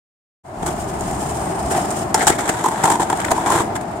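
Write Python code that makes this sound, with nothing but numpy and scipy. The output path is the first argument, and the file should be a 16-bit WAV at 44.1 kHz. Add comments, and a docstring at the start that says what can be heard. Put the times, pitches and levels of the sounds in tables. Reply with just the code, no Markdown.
"""Inline skates grinding a ledge

Skates roll on a concrete sidewalk beside a building, one pair close to the microphone throughout.
A skater pushes off and jumps. Both skates clack onto a stone ledge and grind along it, their plastic
frames sticking and slipping on the edge, then slide off its end. The near wheels roll on, rumbling on
rough concrete and hissing on sand. Wind buffets the microphone early on, and the street echoes the blows."""
import sys
import numpy as np
from scipy import signal
from scipy.fft import rfft, irfft
from scipy.io import wavfile
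from scipy.ndimage import uniform_filter1d, minimum_filter1d

SR = 44100
rng = np.random.default_rng(int(sys.argv[2]) if len(sys.argv) > 2 else 0)


def put_to_file(sound):
    """Save the sound as 16-bit audio at rate SR, in the file named by the first command-line argument."""
    columns = np.atleast_2d(sound).T  # one column per channel
    safe = np.clip(columns, -1, 1)
    whole_steps = np.round(safe * 32767)
    wavfile.write(sys.argv[1], SR, whole_steps.astype(np.int16))


N = 176400
T = np.arange(N) / SR

# Frames rubbing on the stone: t/s, length/s, ring level/dB, ring f/Hz, rasp level/dB, grit level/dB
SCRAPES = [(1.72, 0.089, -26, 738, -28.5, -33), (2.149, 0.042, -26, 830, -27, -27.5),
           (2.195, 0.034, -21, 773, -25, -23), (2.233, 0.13, -35, 690, -31.5, -29.5),
           (2.382, 0.023, -26, 710, -41, -26), (2.406, 0.28, -30, 895, -30, -31),
           (2.644, 0.024, -19, 954, -34, -29.5), (2.708, 0.039, -25.5, 900, -30, -31),
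           (2.756, 0.075, -28.5, 900, -30.5, -33), (2.838, 0.12, -19.5, 881, -26, -24.5),
           (2.995, 0.038, -20.5, 864, -26, -24), (3.043, 0.26, -34.5, 854, -36, -39),
           (3.331, 0.151, -28, 905, -32.5, -35.5), (3.459, 0.16, -22.5, 957, -25.5, -26)]
# Bands in which boot and frame ring: multiple of the main pitch, level/dB, half width as a share of pitch
FRAME_BANDS = [(.38, -11, .2), (.77, -14, .09), (1, 0, .115)]
# Blows on concrete and stone:
# t/s, length/s, thud level/dB, ring level/dB, ring f/Hz, shell level/dB, crack level/dB
BLOWS = [(0.626, 0.0076, -20.5, -24.5, 730, -30.5, -35.5), (.661, 0.0087, -30, -26, 740, -27, -23.5),
         (0.674, 0.016, -22, -46, 734, -29.5, -31), (1.007, 0.0035, -23.5, -46, 725, -48, -28.5),
         (1.109, .004, -25, -48, 750, -34, -31), (1.626, 0.0037, -43, -37, 780, -41, -35),
         (1.708, 0.013, -21, -25, 695, -27.5, -27), (1.748, 0.0035, -36, -12, 810, -25, -33),
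         (1.777, 0.0022, -27, -7, 734, -39, -26), (1.844, 0.0019, -42, -11, 745, -28, -38),
         (1.904, 0.011, -41, -39, 816, -36, -25), (2.1424, 0.0077, -17, -11, 844, -16, -15),
         (2.2681, 0.0074, -15.5, -7.5, 800, -17, -12), (2.275, 0.0082, -27, -12, 729, -10, -9),
         (2.297, 0.008, -13, -16.5, 740, -18, -17), (2.388, 0.0066, -25, -27, 690, -20.5, -27),
         (2.476, 0.011, -39, -27, 797, -24.5, -27), (2.491, 0.0068, -17.5, -13.5, 657, -16, -18),
         (2.64, 0.0029, -36, -11.5, 910, -26, -23), (2.659, 0.0036, -34, -10, 940, -42, -22.5),
         (2.683, 0.0048, -32, -15, 940, -27, -25.5), (2.713, 0.0042, -36, -16, 973, -32, -31),
         (2.836, 0.0077, -16, -10.5, 840, -17.5, -17.5), (2.854, 0.0043, -34, -9, 875, -17, -19.5),
         (2.876, 0.0027, -34, -7, 880, -35, -45), (2.887, 0.0038, -36, -12, 880, -34, -27),
         (2.9, 0.0049, -20, -9, 890, -22, -17.5), (2.916, 0.0084, -26, -15.5, 877, -23, -22),
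         (2.995, 0.0092, -19, -18, 880, -30, -34), (3.099, 0.0037, -35, -11, 910, -18.5, -21),
         (3.126, 0.0054, -19, -11, 830, -21, -27.5), (3.172, 0.0014, -37, -29, 870, -31, -25),
         (3.2, 0.0044, -32, -41, 900, -22.5, -26), (3.215, 0.0029, -52, -34, 910, -23, -33),
         (3.248, 0.0034, -43, -41, 883, -20, -24), (3.282, 0.0036, -36, -19, 925, -22, -48),
         (3.305, 0.0083, -46, -19, 874, -24.5, -25), (3.314, 0.0068, -18.5, -9, 817, -17.5, -20),
         (3.377, 0.0075, -35, -16.5, 895, -42, -36), (3.476, 0.0049, -31, -17.5, 930, -26, -30),
         (3.501, 0.0027, -30, -6, 905, -36, -19.5), (3.519, 0.0057, -23, -12, 950, -21, -21),
         (3.551, 0.0099, -18, -16.5, 900, -22, -25.5), (3.601, 0.0047, -15, -12, 1000, -27, -31),
         (3.753, 0.013, -53, -26.5, 930, -25, -29), (3.81, 0.0034, -44, -48, 894, -32, -33.5)]
# Tones of the axle metal: f/Hz, level/dB, time to fade by 60 dB/s
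PING_TONES = [(5300, -10, .012), (5580, -7, .012), (6000, -16, .008), (6750, -10, .013)]
# Free wheels shaking on their axles: t/s, length/s, level/dB
RATTLES = [(2.198, 0.025, -23.5), (2.301, 0.034, -26), (2.378, .026, -29.5), (3.193, 0.012, -33),
           (3.245, 0.0025, -21.5)]
# Pitch of the wheels' hum: t/s, f/Hz
HUM_PITCH = [(.6, 66), (1.1, 70.14), (1.5, 71.9), (1.8, 76), (2.4, 72), (4, 70.8)]
# Tones in that hum: multiple of the pitch, level/dB
HUM_TONES = [(1, 0), (2, -2)]
# Whirring bearings: f/Hz, width/Hz, level/dB, loudest at t/s, spread/s
BEARINGS = [(8500, 380, -40.5, 1.5, 0.36), (5170, 240, -48.5, 1.72, 0.18)]
# Echoes from pavement and wall: left delay/s, right delay/s, level/dB
ECHOES = [(.0052, 0.0067, -28), (0.0135, .0118, -16.5), (.024, .027, -37)]

# How the long sounds swell and fade: t/s, level/dB
RUMBLE_LEVEL = [(.435, -61), (.452, -38), (.5, -32.5), (.6, -28.5), (.68, -24.5), (.9, -25.5), (1.1, -24),
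                (1.6, -22.5), (1.78, -22), (2.1, -24), (2.7, -26.5), (3.3, -23.5), (3.72, -23),
                (3.86, -26.5), (4, -25.5)]
SAND_LEVEL = [(.435, -66), (.46, -56.5), (.6, -43.5), (.7, -35.5), (.92, -38.5), (1.05, -35), (1.35, -34.5),
              (1.66, -38.5), (1.76, -28), (1.87, -35.5), (2.01, -30.5), (2.08, -44.5), (3.6, -34.5),
              (3.7, -45.5), (4, -48)]
HUM_LEVEL = [(.44, -82), (.65, -39), (1.05, -32.5), (1.45, -31), (1.8, -29), (2.1, -37), (4, -73)]
WIND_LEVEL = [(.44, -76), (.6, -37), (.74, -34), (.88, -32), (1.05, -31.5), (1.45, -51), (1.65, -60),
              (4, -81)]

# A "colour" says how strong a noise is from low to high pitch: f/Hz, relative level/dB
GRIT_COLOUR = [(60, -19), (170, 7.5), (340, 15.5), (520, 11), (750, -1), (1500, -30), (2700, -37),
               (3400, -5), (4500, -11.5), (6200, -6), (7200, 2), (7800, 2.5), (8400, 1), (10000, -7.5),
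               (12500, -15), (16000, -27)]  # grit scraped off the ledge
SHELL_COLOUR = [(300, -43), (700, 4.5), (1050, 0.5), (1300, 3.5), (1650, 1.5), (2100, -4), (2700, -11),
                (3400, -8.5), (4400, -19.5), (8000, -40)]  # the boot's hard shell
THUD_COLOUR = [(40, -21), (95, 3.5), (170, 0), (260, -12), (350, 6), (440, -1), (530, -13), (800, -26),
               (2500, -62)]  # the hollow boot
CRACK_COLOUR = [(200, -17), (1300, -33), (2200, -13), (3200, -8), (4300, -3), (5400, 4), (6200, 3.5),
                (7200, 14.5), (7800, 9.5), (8400, 14.5), (10000, 4), (13000, -3), (16000, -10)]  # the sharp contact
SNAP_COLOUR = [(800, -20), (2000, 4), (3300, 9), (5000, 3), (7300, 13.5), (8400, 9.5), (11000, -13),
               (16000, -18)]  # the bright edge of the hardest blows
RATTLE_COLOUR = [(900, -36), (1620, -1), (1900, 7), (2130, 6), (2550, -11), (3400, -14), (6000, -13),
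                 (14000, -34)]  # wheels and axles
RUMBLE_COLOUR = [(25, -58), (48, -2), (69, -5), (86, 0.5), (115, 2.5), (160, 1), (200, 4), (260, -0.5),
                 (350, 3.5), (440, -2), (515, -11.5), (610, 2.5), (720, 5), (900, -1.5), (1250, -10.5),
                 (2000, -19.5), (3000, -29.5), (6000, -36), (16000, -49)]  # rolling wheels and boots
SAND_COLOUR = [(900, 9), (2000, -6), (3000, 5), (4200, -4), (5200, 4), (6100, 2), (7300, 12), (7800, 5),
               (8500, 12), (9800, 2), (12000, -3.5), (16000, -13)]  # sand under the wheels
WIND_COLOUR = [(18, -42), (30, -11), (40, 9), (52, -15), (69, 16.5), (85, -15), (120, -39), (185, 2.5),
               (260, -20), (2000, -90)]  # air on the microphone

# How wide the noises sound: f/Hz, level/dB of the side (ears opposite) over the mid (ears alike)
STEREO_WIDTH = [(60, -15), (180, -18), (350, -13), (700, -4.5), (1400, 0), (2800, -0.5), (6000, 0.5),
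                (16000, -1)]
# Which way the noises lean: f/Hz, level/dB of left over right
STEREO_LEAN = [(60, 0.5), (380, 1.7), (700, 0.9), (1300, 3.5), (2400, 5.5), (4400, -5), (8100, 1),
               (15000, -4.5)]

RING_SIDE_DB, RING_PAN_DB = -43, 1.5  # the frame's ring is narrow and a little to the left
CRACK_RISE_S, CRACK_FALL_S = 0.001, 0.0035


def grind():
    """The frames stick and slip; each slip rings the frame, rasps the shell and sheds a puff of grit."""
    slips_per_s, gap_jitter, size_spread_db = 95, 0.33, 3.5
    puff_fade_s, steady_rub = 0.015, 0.82
    rings, (rasp, grit) = np.zeros((2, N)), np.zeros((2, 1, N))
    t = T[:SR // 2]
    for start, length, ring_db, hz, rasp_db, grit_db in SCRAPES:
        gaps, sizes = rng.standard_normal((2, 100))
        slip_at = (np.cumsum(np.exp(gap_jitter * gaps)) / slips_per_s * SR).astype(int)
        fits = slip_at < len(t)
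        slips = np.zeros(len(t))
        slips[slip_at[fits] - slip_at[0]] = from_db(size_spread_db * sizes[fits])
        fading_slips = signal.lfilter([1], [1, -np.exp(-1 / (puff_fade_s * SR))], slips)
        puffs = rms_one(steady_rub + rms_one(fading_slips))
        pressure = envelope(t, rise_s=0.0026, hold_s=length, fall_s=0.0085)
        rub, side = rng.standard_normal((2, len(t))) * puffs
        force = stereo(rms_one(slips) + 1.16 * rub, from_db(RING_SIDE_DB) * side)
        add(rings, start, from_db(ring_db) * pressure * steady(frame_ring(force, hz), samples=900))
        add(rasp, start, from_db(rasp_db) * pressure * puffs)
        add(grit, start, from_db(grit_db) * pressure * puffs)
    scraping = rasp * noise(SHELL_COLOUR) + grit * noise(GRIT_COLOUR)
    return rings * pan(RING_PAN_DB) + scraping * flutter(rate_hz=126, depth_db=2.15)


def clacks():
    """Each blow lasts a moment: the boot thuds, the frame rings, shell and wheels crack."""
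    rings, (thud, shell, crack) = np.zeros((2, N)), np.zeros((3, 1, N))
    t = T[:SR // 5]
    for start, length, thud_db, ring_db, hz, shell_db, crack_db in BLOWS:
        burst = envelope(t, CRACK_RISE_S, length, CRACK_FALL_S)
        knock = envelope(t, rise_s=0.005, hold_s=length, fall_s=0.0046)
        bounce, side = rng.standard_normal((2, len(t)))
        force = stereo(bounce, from_db(RING_SIDE_DB) * side)
        add(rings, start, from_db(ring_db) * knock * steady(frame_ring(force, hz), samples=260))
        add(thud, start, from_db(thud_db) * knock)
        add(shell, start, from_db(shell_db) * burst)
        add(crack, start, from_db(crack_db) * burst)
    thuds = thud * steady(noise(THUD_COLOUR), samples=440)
    shells = shell * steady(noise(SHELL_COLOUR), samples=220)
    cracks = crack * noise(CRACK_COLOUR) * flutter(rate_hz=340, depth_db=1.0)
    # The snap grows faster than the crack, so the hardest blows are brighter.
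    snaps = from_db(2) * crack ** 1.75 * noise(SNAP_COLOUR) * pan(db=3.5)
    return rings * pan(RING_PAN_DB) + thuds + shells + cracks + snaps


def frame_ring(force, hz):
    """A push makes boot and frame ring in a few narrow bands of pitch."""
    out = 0
    for ratio, db, width in FRAME_BANDS:
        edges = hz * ratio * np.exp([-width, width])
        band = signal.butter(3, edges, "band", fs=SR, output="sos")
        out = out + from_db(db) * signal.sosfilt(band, force + 1e-18)
    return out


def rattles():
    """A jolt sets the free wheels chattering briefly on their axles."""
    shake, t = np.zeros((1, N)), T[:SR // 5]
    for start, length, db in RATTLES:
        add(shake, start, from_db(db) * envelope(t, CRACK_RISE_S, length, CRACK_FALL_S))
    return shake * steady(noise(RATTLE_COLOUR), samples=220) * flutter(rate_hz=170, depth_db=4.0)


def axle_ping():
    """Metal touches the stone and rings as the first skate lands."""
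    out, click = np.zeros((2, N)), T[:SR // 5] == 0
    ping = sum(from_db(db) * resonate(click, hz, fade_s) for hz, db, fade_s in PING_TONES)
    add(out, start_s=2.1445, sound=ping)
    return out * pan(db=1.5)


def rolling():
    """Rough concrete shakes wheels and boots; sand crunches under them."""
    rumble = level(RUMBLE_LEVEL) * steady(noise(RUMBLE_COLOUR), samples=2200)
    rumble *= flutter(rate_hz=30, depth_db=0.75)
    sand = level(SAND_LEVEL) * noise(SAND_COLOUR)
    return rumble + sand * flutter(rate_hz=34, depth_db=2.5) * flutter(rate_hz=1800, depth_db=1.0)


def wheel_hum():
    """The rolling wheels give a low, wavering hum."""
    hz = np.interp(T, *np.transpose(HUM_PITCH)) * flutter(rate_hz=11.2, depth_db=0.74)
    phase = 2 * np.pi * np.cumsum(hz) / SR
    tones = sum(from_db(db) * np.sin(multiple * phase) * flutter(rate_hz=5.9, depth_db=5.0)
                for multiple, db in HUM_TONES)
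    return level(HUM_LEVEL) * tones


def bearings():
    """The wheel bearings sing in thin whirrs that swell and fade during the run-up."""
    out = np.zeros((2, N))
    for hz, width_hz, db, peak_s, spread_s in BEARINGS:
        fade_s = np.log(1000) / (np.pi * width_hz)  # a narrower band rings longer
        whirr = rms_one(resonate(rng.standard_normal((2, N)), hz, fade_s))
        swell = np.exp(-0.5 * ((T - peak_s) / spread_s) ** 2)
        out += from_db(db) * swell * whirr * flutter(rate_hz=17, depth_db=1)
    return out


def wind():
    """Air buffets the moving microphone with a low rumble that soon dies down."""
    return level(WIND_LEVEL) * steady(noise(WIND_COLOUR), samples=4400)


def street_echo(x):
    """Pavement and wall throw back a few quick echoes and a faint tail."""
    tail_fade_s, tail_db = 0.13, -12.5
    out, t = np.zeros((2, N)), T[:SR // 2]
    for left_s, right_s, db in ECHOES:
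        add(out[:1], left_s, from_db(db) * x[0])
        add(out[1:], right_s, from_db(db) * x[1])
    tail = rng.standard_normal((2, len(t))) * from_db(-60 * t / tail_fade_s)
    tail /= np.linalg.norm(tail[0])
    return out + from_db(tail_db) * signal.fftconvolve(x, tail, axes=1)[:, :N]


def noise(colour):
    """Stereo noise of a given colour, wider in the treble, with an average strength of 1."""
    log_hz = np.log(np.maximum(np.arange(N // 2 + 1) * SR / N, 1))
    def gain(points):
        hz, db = np.transpose(points)
        return from_db(np.interp(log_hz, np.log(hz), db))
    mid, side = rfft(rng.standard_normal((2, N))) * gain(colour)
    lean = np.sqrt(gain(STEREO_LEAN))
    spectrum = stereo(mid, side * gain(STEREO_WIDTH)) * [lean, 1 / lean]
    return rms_one(irfft(spectrum, N))


def flutter(rate_hz, depth_db):
    """A random wobble to multiply by; a higher rate wobbles faster."""
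    r = np.exp(-2 * np.pi * rate_hz / SR)
    drift = signal.lfilter([1], [1, -2 * r, r * r], rng.standard_normal(N + SR))[SR:]
    return rms_one(from_db(depth_db * rms_one(drift)))


def resonate(force, hz, fade_s):
    """Ring at one pitch when pushed, dying away by 60 dB in fade_s."""
    r, angle = from_db(-60 / (fade_s * SR)), 2 * np.pi * hz / SR
    return signal.lfilter([0.5, 0, -0.5], [1, -2 * r * np.cos(angle), r * r], force + 1e-18)


def envelope(t, rise_s, hold_s, fall_s):
    """Loudness that rises in a straight line and dies away once t passes hold_s."""
    return np.clip(t / rise_s, 0, 1) * np.exp(-np.maximum(t - hold_s, 0) / fall_s)


def steady(x, samples):
    """Even out a sound so its strength stays near 1 over a moving window."""
    return x / np.sqrt(uniform_filter1d(np.mean(x ** 2, axis=0), samples) + 1e-12)


def rms_one(x):
    """Scale to an average strength (root mean square) of 1."""
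    return x / np.sqrt(np.mean(x ** 2) + 1e-20)


def from_db(db):
    """Turn decibels into a gain, a number to multiply by."""
    return 10 ** (np.asarray(db) / 20)


def level(curve):
    """Gain over time from points of t/s, level/dB."""
    return from_db(np.interp(T, *np.transpose(curve)))


def pan(db):
    """Gains that make the left louder than the right by db."""
    return from_db(np.array([[db], [-db]]) / 2)


def stereo(mid, side):
    """Left and right from what they share (mid) and what sets them apart (side)."""
    return np.array([mid + side, mid - side])


def add(out, start_s, sound):
    """Mix a sound in at a given time."""
    i = int(start_s * SR)
    out[:, i:i + sound.shape[-1]] += sound[..., :N - i]


def scene():
    """Scrapes and blows echo off the street, over rolling wheels and wind."""
    skates = grind() + clacks() + rattles() + axle_ping()
    return skates + rolling() + wheel_hum() + wind() + street_echo(skates) + bearings()


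def record(dry):
    """Start out of silence, turn the loudest blows down with a fast limiter and cut the highest treble."""
    start_s, fade_in_s = 0.435, 0.01
    limit_db, release_db_per_s, stop_hz = 0.4, 3000, 16700
    opened = dry * np.clip((T - start_s) / fade_in_s, 0, 1)
    peak_db = 20 * np.log10(np.abs(opened).max(axis=0) + 1e-9)
    over_db = np.maximum(peak_db - limit_db, 0)
    recovery_db = release_db_per_s * T
    cut_db = np.maximum.accumulate(over_db + recovery_db) - recovery_db
    gain = uniform_filter1d(minimum_filter1d(from_db(-cut_db), size=31), size=31)
    treble_cut = signal.cheby2(16, 60, stop_hz, fs=SR, output="sos")
    return signal.sosfilt(treble_cut, opened * gain)


dry = scene()
out = record(dry)
put_to_file(out)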